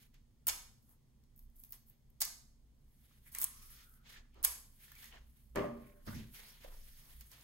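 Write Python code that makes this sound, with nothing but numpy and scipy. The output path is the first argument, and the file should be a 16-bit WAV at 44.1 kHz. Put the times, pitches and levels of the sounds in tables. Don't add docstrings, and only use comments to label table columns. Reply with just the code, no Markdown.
import sys
import numpy as np
from scipy import signal
from scipy.fft import rfft, irfft, next_fast_len
from scipy.io import wavfile
from scipy.ndimage import uniform_filter1d

SR = 44100
rng = np.random.default_rng(int(sys.argv[2]) if len(sys.argv) > 2 else 0)


def natural_amplitude(level_db):
    exponent = np.asarray(level_db, float) / 20
    return 10 ** exponent


def output_pcm(signal):
    pcm = np.clip(np.atleast_2d(signal).T, -1, 1) * 32767
    wavfile.write(sys.argv[1], SR, np.round(pcm).astype(np.int16))


N = 327698


def unit(x):
    return x / np.sqrt(np.mean(x ** 2) + 1e-20)


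def in_time(rows):
    s, *columns = np.transpose(rows)
    t = np.arange(N) / SR
    return np.array([np.interp(t, s, c, left=-140, right=-140) for c in columns])


def band(x, low_hz, high_hz, order=2):
    edges = [low_hz, min(high_hz, .45 * SR)]
    return signal.sosfilt(signal.butter(order, edges, "band", fs=SR, output="sos"), x)


def low_pass(x, hz, order):
    return signal.sosfilt(signal.butter(order, hz, fs=SR, output="sos"), x)


def ring(x, hz, t60):
    r, w = natural_amplitude(-60 / (t60 * SR)), 2 * np.pi * hz / SR
    return signal.lfilter([0, np.sin(w)], [1, -2 * r * np.cos(w), r * r], x + 1e-18)


def flicker(rate, depth_db):
    knots = rng.standard_normal(4000)
    return natural_amplitude(depth_db * np.interp(np.arange(N) * rate / SR, np.arange(4000), knots))


def gestures(rows):
    t = np.arange(0, N + 64, 64) / SR
    power = 0
    for s, held, db, rise, fall in rows:
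        outside = np.maximum((s - t) / rise, (t - s - held) / fall)
        power = power + natural_amplitude(2 * db - 40 * np.maximum(outside, 0))
    return np.interp(np.arange(N) / SR, t, power)


# pitch in Hz, level in dB per Hz.
AIR = [(50, -24.5), (88, -2.5), (115, 1.5), (140, 2), (175, -10.5), (230, -1.5), (300, -15), (450, -19),
       (800, -25), (1500, -31), (6400, -32), (11000, -34.5), (13300, -36), (14800, -32)]
# start in seconds, deep shake in dB, hum in dB.
STEPS = [(0.0, -61, -73), (.62, -67, -62), (1.5, -63, -65), (2.2, -61, -67), (2.67, -67, -64),
         (3.41, -68, -67), (3.65, -62, -64), (4.2, -65, -71), (4.47, -60, -59), (5.21, -67, -61),
         (5.59, -62, -57), (6.13, -58, -62), (6.79, -49, -61), (7.2, -65, -62)]


def ventilation():
    air_db, deep_db, hum_db = -70.5, -68, -72
    rise_s, fall_s = .35, .35
    hz = np.maximum(np.fft.rfftfreq(N, 1 / SR), 1)
    curve_hz, curve_db = np.transpose(AIR)
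    colour = natural_amplitude(np.interp(np.log(hz), np.log(curve_hz), curve_db))
    air = unit(irfft(rfft(rng.standard_normal((2, N))) * colour, N))
    low = rng.standard_normal((2, N))
    shakes = [(s, 0, db, rise_s, fall_s) for s, db, _ in STEPS]
    hums = [(s, 0, db, rise_s, fall_s) for s, _, db in STEPS]
    deep = np.sqrt(natural_amplitude(2 * deep_db) + gestures(shakes))
    hum = np.sqrt(natural_amplitude(2 * hum_db) + gestures(hums))
    return natural_amplitude(air_db) * air + deep * unit(band(low, 21, 31)) + hum * unit(band(low, 52, 63))


# start in seconds, time held in seconds, level in dB,
# rise in seconds per 20 dB, fall in seconds per 20 dB.
FILM = [(0.0, .03, -67, .01, .08), (.91, .02, -68, .13, .04), (1.365, .04, -77, .015, .1),
        (1.6, .04, -67, .07, .07), (1.726, .01, -56, .03, .065), (1.87, .04, -78, .015, .08),
        (2.96, .2, -73, .22, .3), (3.272, .01, -60, .05, .05), (3.32, .07, -54, .006, .08),
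        (3.6, .2, -64, .3, .2), (3.62, .02, -60, .02, .04), (3.66, .02, -60, .02, .04),
        (3.705, .02, -59, .008, .04), (3.92, .03, -66, .2, .06), (4.09, .06, -66, .04, .05),
        (4.76, .01, -68, .09, .2), (4.844, .01, -61, .15, .15), (5.02, .03, -56.5, .2, .09),
        (5.36, .06, -72, .4, .3), (5.56, .03, -64, .02, .25), (5.87, .01, -69, .2, .3),
        (6.075, .1, -58, .05, .13), (6.36, .01, -55, .09, .12), (6.466, .01, -57, .1, .15),
        (6.638, .01, -64, .17, .1), (6.7, .5, -63, .2, .5), (7.336, .02, -64, .2, .4)]
# start in
# seconds, time held in seconds, level in dB, # rise in seconds per 20 dB, fall in seconds per 20 dB.
CLOTH = [(0.0, .035, -71, .01, .06), (.146, .01, -73, .02, .07), (1.724, .015, -71, .006, .085),
         (1.904, .01, -81, .04, .075), (3.118, .01, -76, .3, .22), (3.272, .01, -73, .06, .15),
         (3.35, .1, -61, .03, .15), (3.52, .2, -72, .1, .3), (3.79, .02, -67, .3, .11),
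         (4.065, .11, -63, .03, .1), (4.39, .01, -76, .12, .1), (4.844, .05, -67, .12, .2),
         (5.045, .01, -60, .2, .13), (5.15, .01, -70, .05, .13), (5.382, .01, -81, .2, .2),
         (5.57, .03, -66, .01, .2), (5.84, .06, -78, .2, .07), (6.07, .02, -62, .012, .12),
         (6.17, .03, -61, .14, .15), (6.347, .07, -62, .015, .12), (6.47, .04, -67, .05, .2),
         (6.625, .02, -62, .06, .13), (6.75, .45, -72, .2, .15), (7.21, .01, -67, .006, .075),
         (7.336, .01, -63, .06, .2)]
# start in seconds, time held in seconds, level in dB,
# rise in seconds per 20 dB, fall in seconds per 20 dB.
SOLES = [(.924, .01, -81, .11, .05), (1.726, .01, -75, .008, .08), (4.18, .01, -72, .2, .09),
         (4.37, .06, -69, .04, .02), (5.132, .01, -67, .03, .14), (6.078, .01, -58, .02, .15),
         (6.426, .01, -69, .12, .2), (6.646, .1, -69, .05, .08), (7.05, .05, -76, .1, .1),
         (7.336, .01, -72, .045, .3)]


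def rustle():
    materials = [(FILM, (-25, -30, -20, 0)), (CLOTH, (0, -15, -6, -14)), (SOLES, (-8, 0, -22, -30))]
    power = 0
    for rows, colour in materials:
        power = power + natural_amplitude(np.array(colour))[:, None] ** 2 * gestures(rows)
    levels = np.sqrt(power)
    grains = rng.standard_normal((4, 2, N)) * natural_amplitude(1.5 * np.minimum(rng.exponential(1, N), 5))
    edges_hz = [(1400, 4300), (338, 1400), (4400, 7600), (9200, 25000)]
    together = flicker(70, depth_db=1.5)
    out = 0
    for level, x, hz in zip(levels, grains, edges_hz):
        out = out + level * together * flicker(40, depth_db=1) * unit(band(x, *hz, order=3))
    return out


# pitch in Hz, width in Hz, level in dB.
SHELL = [(1250, 60, -5), (1970, 60, -1), (2300, 70, -10), (5170, 50, -3), (5530, 50, -1), (6200, 80, 1),
         (6800, 90, 1)]


def shell(x):
    out = x
    for k, (hz, width, db) in enumerate(SHELL):
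        gain = natural_amplitude(-3.0 + db) * (-1) ** k
        out = out + gain * ring(x, hz, 2.2 / width) * 2 * np.pi * width / SR
    return out


# start in seconds, level in dB.
GRIP = [
    (0.0, -10),
    (0.45, -6.5),
    (0.6, -11),
    (2.0, -13),
    (3.0, -10),
    (4.4, -9.5),
    (4.6, -10),
]


def snaps(table, crisp_hz, break_db):
    envelope, breaks, t = np.zeros((3, N)), np.zeros(N), np.arange(1500) / SR
    slower = np.array([[2.5], [1.5], [1]])
    for s, peak_db, mid_db, ms in table:
        grip_db = [db for since, db in GRIP if since <= s][-1]
        low_db = grip_db + .7 * mid_db
        at = round(s * SR)
        rise = 1 - np.exp(-t / (0.000076 * slower ** 2))
        shape = np.exp(-t * 1000 / max(ms, .2) / slower) * rise
        peaks = natural_amplitude(peak_db + np.array([[low_db], [mid_db], [0]]))
        envelope[:, at:at + 1500] += (peaks * shape)[:, :N - at]
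        breaks[at + 10] = natural_amplitude(peak_db + break_db) / max(ms, .5)
    spray = rng.standard_normal((3, 2, N)) * natural_amplitude(.7 * np.minimum(rng.exponential(1, N), 4))
    holder = natural_amplitude(-5.0) * band(envelope[0] * unit(spray[0]), 660, 4000, order=3) * np.sqrt(SR / 7200)
    blade = natural_amplitude(-4.0) * band(envelope[1] * unit(spray[1]), 4000, 8800, order=3) * np.sqrt(SR / 8000)
    film = band(envelope[2] * unit(spray[2]) + breaks, crisp_hz, 19000, order=4)
    bright_film = film + natural_amplitude(3.5) * band(film, 12500, 17500, order=1)
    push = natural_amplitude(-26) * band(envelope[0] * unit(spray[2]), 240, 700) * np.sqrt(SR / 1000)
    return push + shell(holder + blade) + natural_amplitude(-4.0) * bright_film


# start in seconds, peak in dB, share passed to the holder in dB.
TICKS = [(0.1422, -57.5, -6), (0.827, -59, -21), (0.8927, -54, -21), (1.2372, -63, -6),
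         (1.3616, -50.5, -30), (1.3772, -52, -22), (1.3918, -46, -20), (1.4992, -61, -16),
         (1.5655, -55.5, -22), (1.5943, -47, -30), (1.5997, -44, -32), (1.6363, -36, -18),
         (1.6482, -45, -22), (1.6923, -45, -28), (1.706, -41, -30), (1.7227, -31.5, -19), (1.7302, -46, -3),
         (1.8984, -45, -28), (2.1023, -58, -21), (3.3212, -53, -6), (3.7043, -50, -25), (3.8948, -52, -20),
         (3.9378, -52, -13), (4.3424, -60, -6), (4.9181, -44.5, -11), (4.9523, -47.5, -8),
         (5.0426, -40, -9), (5.056, -46, -4), (7.2086, -41, -9), (7.3153, -47, -1), (7.4095, -51, -3)]


def finger_ticks():
    crackle_ms = 1.6
    return snaps([(*row, crackle_ms) for row in TICKS], crisp_hz=11500, break_db=4)


# start in seconds, peak in dB,
# share passed to the holder in dB, crackle length in ms.
TEARS = [(0.469, -19.5, -17, 1.6), (0.473, -24, -15, 1.2), (0.4764, -29, -12, 1.2), (0.4804, -20, -18, 1.1),
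         (0.4814, -18, -18, 0.6), (0.4848, -19, -9, 1.1), (0.4869, -21, -9, 1.4), (0.4921, -30, 2, 2),
         (0.497, -32, 3, 2), (2.204, -37, -4, 4.8), (2.2077, -29, -14, 2.9), (2.2131, -29.5, -12, 1.6),
         (2.2159, -20, -5, 0.89), (2.2178, -18.5, -7, 1.6), (2.2231, -22, -5, 1.3), (2.2306, -35.5, 2, 2.6),
         (2.2464, -35.5, -6, 0.55), (2.2524, -28, -17, 0.5), (4.4291, -34, -12.5, 0.7),
         (4.4331, -39, -6.5, 2.9), (4.4381, -29, -10, 4.0), (4.4425, -23, -13, 3.5),
         (4.4459, -22.5, -18, 2.2), (4.4487, -11, -12, 0.6), (4.4478, -22, -14, 1),
         (4.4524, -22, -12, 0.95), (4.4538, -20, -8, 0.5), (4.4769, -38, -9, 0.83)]


def tears():
    return snaps(TEARS, crisp_hz=7700, break_db=8)


# start in seconds,
# time held in seconds, level in dB, first pitch in Hz, last pitch in Hz.
RUBS = [(1.37, .06, -73, 14000, 14000), (1.562, .1, -66, 13500, 13000), (1.868, .05, -71, 14500, 14500),
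        (3.262, .02, -68, 2100, 2000), (3.35, .1, -66, 1200, 1200), (4.055, .05, -73, 2300, 2400),
        (4.09, .07, -71, 3400, 3600), (4.14, .04, -68, 1780, 1740), (4.335, .03, -76, 2800, 2800),
        (4.362, .06, -72, 850, 750), (4.36, .06, -70, 380, 330), (4.22, .04, -80, 1500, 1500),
        (6.347, .06, -69, 2600, 2000), (6.347, .03, -68, 6000, 5500), (6.435, .075, -66, 3800, 5400),
        (6.43, .05, -70, 2200, 2300), (6.53, .06, -72, 4500, 3500), (6.617, .025, -69, 2400, 2100),
        (5.82, .2, -79, 1500, 1500), (4.8, .05, -72, 2200, 2200), (5.125, .045, -67, 1900, 1800),
        (5.128, .05, -75, 750, 650), (3.352, .042, -58, 9000, 9000), (3.352, .02, -62, 2200, 2300),
        (3.5, .33, -70, 5800, 5200), (5.122, .02, -66, 3000, 2900), (5.155, .012, -68, 3000, 3000),
        (6.078, .012, -53, 1400, 1500), (6.068, .035, -63, 5000, 5000), (6.1, .03, -61, 1400, 1500),
        (6.15, .055, -63, 2100, 2400), (6.15, .04, -62, 5500, 5500), (6.72, .4, -74, 5500, 5200),
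        (5.78, .15, -75, 2200, 2200)]


def rubs():
    rise_s, fall_s = .012, .04
    out, t = np.zeros((2, N)), np.arange(N) / SR
    noise = rng.standard_normal((2, 2, N))
    for s, held, level_db, first_hz, last_hz in RUBS:
        part = slice(round((s - .1) * SR), round((s + held + .2) * SR))
        width_hz = .16 * first_hz
        wobble = low_pass(noise[..., part], width_hz, order=1)
        wobble = low_pass(wobble, 2 * width_hz, order=1)
        hz = np.interp(t[part], [s, s + held], [first_hz, last_hz])
        phase = 2 * np.pi * np.cumsum(hz) / SR
        level = np.sqrt(gestures([(s, held, level_db, rise_s, fall_s)])[part])
        out[:, part] += level * unit(wobble[0] * np.cos(phase) + wobble[1] * np.sin(phase))
    return out * flicker(90, depth_db=2.5)


# start in seconds,
# level in dB, ringing pitch in Hz, time to die by 60 dB in ms.
TOCKS = [(3.264, -62, 2140, 8), (3.349, -47, 2125, 14), (3.11, -68, 1490, 7.4), (4.16, -59, 1730, 14),
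         (4.376, -63, 420, 9), (4.88, -63, 1730, 21), (4.918, -57, 1760, 18), (4.962, -58, 2270, 19),
         (5.003, -62, 2200, 15), (5.04, -54.5, 1950, 23), (5.055, -63, 2120, 10), (4.95, -63, 2270, 12),
         (5.163, -62, 1800, 12), (5.125, -55, 2820, 5.3), (5.135, -56, 3080, 5.5), (6.068, -56, 700, 6),
         (6.646, -54, 560, 20), (6.657, -56, 740, 23)]


def tocks():
    out, t = np.zeros((2, N)), np.arange(4000) / SR
    for s, level_db, hz, ms in TOCKS:
        contact = rng.standard_normal((2, 4000)) * np.exp(-t / 0.004)
        tone = ring(band(contact, hz / 2, hz * 2), hz, min(ms, 30) / 1000)
        at = round(s * SR)
        out[:, at:at + 4000] += natural_amplitude(level_db - 10) * tone
    return out


# start in seconds, peak in dB,
# share passed to the holder in dB, crackle length in ms.
PICKS = [(3.3293, -47, -12, 1.5), (3.3490, -28.5, -13, 1.8), (3.3605, -42, -12, 3), (3.3851, -26, -16, 1.8),
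         (3.3905, -38, -18, 2), (3.3992, -33, -21, 2.5), (3.4012, -33, -24, 1.5), (3.4062, -34, -24, 2),
         (3.4085, -36, -24, 2), (3.4143, -26, -19, 1.6), (3.4158, -28, -22, 3), (3.4200, -31, -22, 2.2),
         (3.4222, -30, -22, 2), (3.4250, -32, -22, 2.5), (3.4285, -32, -16, 2), (3.4305, -31, -16, 2),
         (3.4345, -35, -18, 2.5), (3.4380, -33, -18, 2), (3.4421, -15, -25, 0.6), (3.4470, -30, -10, 1.3)]


def picks():
    return snaps(PICKS, crisp_hz=7400, break_db=8)


# time in seconds, pitch in Hz, level in dB.
DRAW = [
    (3.33, 1099, -82),
    (3.4, 1139, -71),
    (3.6, 1200, -73),
    (3.8, 1336, -76),
    (3.9, 1410, -75),
    (4.03, 1425, -80),
    (4.08, 1420, -98),
]


def drawn_tape():
    hz, level_db = in_time(DRAW)
    wobble = low_pass(rng.standard_normal((2, 2, N)), 130.0, order=2)
    phase = 2 * np.pi * np.cumsum(np.maximum(hz, 0)) / SR
    return natural_amplitude(level_db) * unit(wobble[0] * np.cos(phase) + wobble[1] * np.sin(phase))


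# start in seconds, blow in dB, contact softness in Hz.
KNOCKS = [(5.552, -52, 2500), (5.559, -38, 3500), (5.563, -33, 1800), (5.571, -33, 2600), (5.574, -29, 700),
          (5.584, -31, 800), (5.592, -28, 700), (5.609, -31, 500), (5.622, -33, 600), (5.643, -35, 600),
          (6.074, -53, 500)]
# pitch in Hz, level in dB, time to die by 60 dB in seconds.
TABLE = [(134, -25, 0.4), (207, -25, 0.4), (236, -21, .25), (293, -21, 0.22), (355, -27, 0.3),
         (405, -11, 0.18), (500, -17, .3), (587, -18, 0.62), (583, -8, 0.27), (330, -22, .2),
         (642, -23, 0.15), (895, -31, 0.2), (1077, -25, 0.6), (1180, -21, 0.3)]


def table_knocks():
    out, t = np.zeros((2, N)), np.arange(30000) / SR
    for s, blow_db, soft_hz in KNOCKS:
        click = natural_amplitude(blow_db) * (t == 0)
        modes = sum(natural_amplitude(db + rng.normal(0, 1.6)) * ring(click, hz, t60) for hz, db, t60 in TABLE)
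        crack = natural_amplitude(blow_db + 10) * rng.standard_normal((2, 30000)) * np.exp(-t / 0.0046)
        thud = band(band(crack, 110, soft_hz, order=1), 120, 2100)
        at = round(s * SR)
        out[:, at:at + 30000] += modes + thud
    return out


# start in seconds, peak in dB,
# share passed to the holder in dB, crackle length in ms.
BASE_TICKS = [
    (5.557, -42, 1, 2.8),
    (6.066, -49, -12, 4.1),
]


def base_ticks():
    return snaps(BASE_TICKS, crisp_hz=7700, break_db=8)


# time in seconds, level in dB.
SLIDE = [
    (6.06, -80),
    (6.068, -60),
    (6.076, -46),
    (6.095, -43),
    (6.125, -49),
    (6.156, -43.5),
    (6.2, -46),
    (6.25, -53),
    (6.38, -72),
]
# pitch in Hz, width in Hz, level in dB.
SLIDE_BODY = [
    (128, 46, 7.5),
    (214, 20, 4.5),
    (180, 86, -20.5),
]


def table_slide():
    rough = rng.standard_normal((2, N)) * flicker(35, depth_db=3.0)
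    body = sum(natural_amplitude(db) * unit(ring(rough, hz, np.log(9) / width)) for hz, width, db in SLIDE_BODY)
    even = body / np.sqrt(uniform_filter1d(body ** 2, size=1500))
    return natural_amplitude(in_time(SLIDE)[0]) * even


# pitch in Hz, time to die by 60 dB in seconds, level in dB.
ROOM = [(148.2, 0.92, -3), (278, 0.6, 0), (556, 0.6, -1.5), (1200, 0.46, 1.5), (2400, 0.42, 1),
        (5070, 0.47, -1.5), (9000, 0.43, -4.5), (14500, 0.29, -13)]


def classroom(x):
    t, answer = np.arange(SR) / SR, 0
    for hz, t60, level_db in ROOM:
        octave = unit(band(rng.standard_normal((2, SR)), hz / 1.37, hz * 1.395))
        tail = octave * natural_amplitude(-60 * t / t60)
        answer = answer + natural_amplitude(level_db) * tail * np.sqrt(hz / SR / SR * 30)
    answer = answer * np.clip((t - .002) / 0.004, 0, 1)
    return signal.fftconvolve(x, answer, axes=1)[:, :N]


def scene():
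    background = ventilation() + rustle()
    hard = finger_ticks() + tears() + table_knocks() + base_ticks()
    near = tocks()
    picked = picks()
    wet = classroom(hard + natural_amplitude(-4.5) * picked + natural_amplitude(-2.5) * near)
    rubbed = rubs() + drawn_tape() + table_slide()
    return background + hard + picked + near + wet + rubbed


def top_cut(x):
    return signal.sosfilt(signal.butter(12, 16810, fs=SR, output="sos"), x)


# pitch in Hz, likeness from 0 to 1.
LIKENESS = [(20, 0.96), (80, .9), (250, 0.79), (450, 0.5), (1000, 0.58), (1300, .15), (2000, .58),
            (2800, .2), (3300, .68), (3800, .25), (4700, .12), (5300, .4), (6500, .6), (7300, .56),
            (7800, .24), (9300, .56), (9750, 1)]
# pitch in Hz, lead in cycles.
LEFT_TURNS = [(0, 0), (300, .05), (700, .32), (1050, .04), (1290, 0), (1400, .37), (1950, 0), (2750, -.5),
              (3050, -.88), (3900, -1.46), (4250, -1.95), (4750, -2.36), (5150, -2.95), (5900, -3.5),
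              (6500, -4), (7250, -4.5), (8000, -5), (9050, -5.48), (9860, -6), (16008, -10)]


def record(dry):
    size = next_fast_len(N + 4096)
    hz = np.fft.rfftfreq(size, 1 / SR)
    other, right = rfft(dry, size)
    curve_hz, curve = np.transpose(LIKENESS)
    alike = np.clip(np.interp(np.log(hz + 1), np.log(curve_hz), curve), 0, 1)
    turn = np.exp(2j * np.pi * np.interp(hz, *np.transpose(LEFT_TURNS)))
    blend = alike * right + np.sqrt(1 - alike ** 2) * other
    left = natural_amplitude(-.8 * (1.5 - alike ** 8)) * turn * blend
    top = 1 / (1 + (hz / 15800) ** 400)
    mix = irfft(np.array([left, right]) * top, size)[:, :N]
    return top_cut(mix)


dry = scene()
out = record(dry)
output_pcm(out)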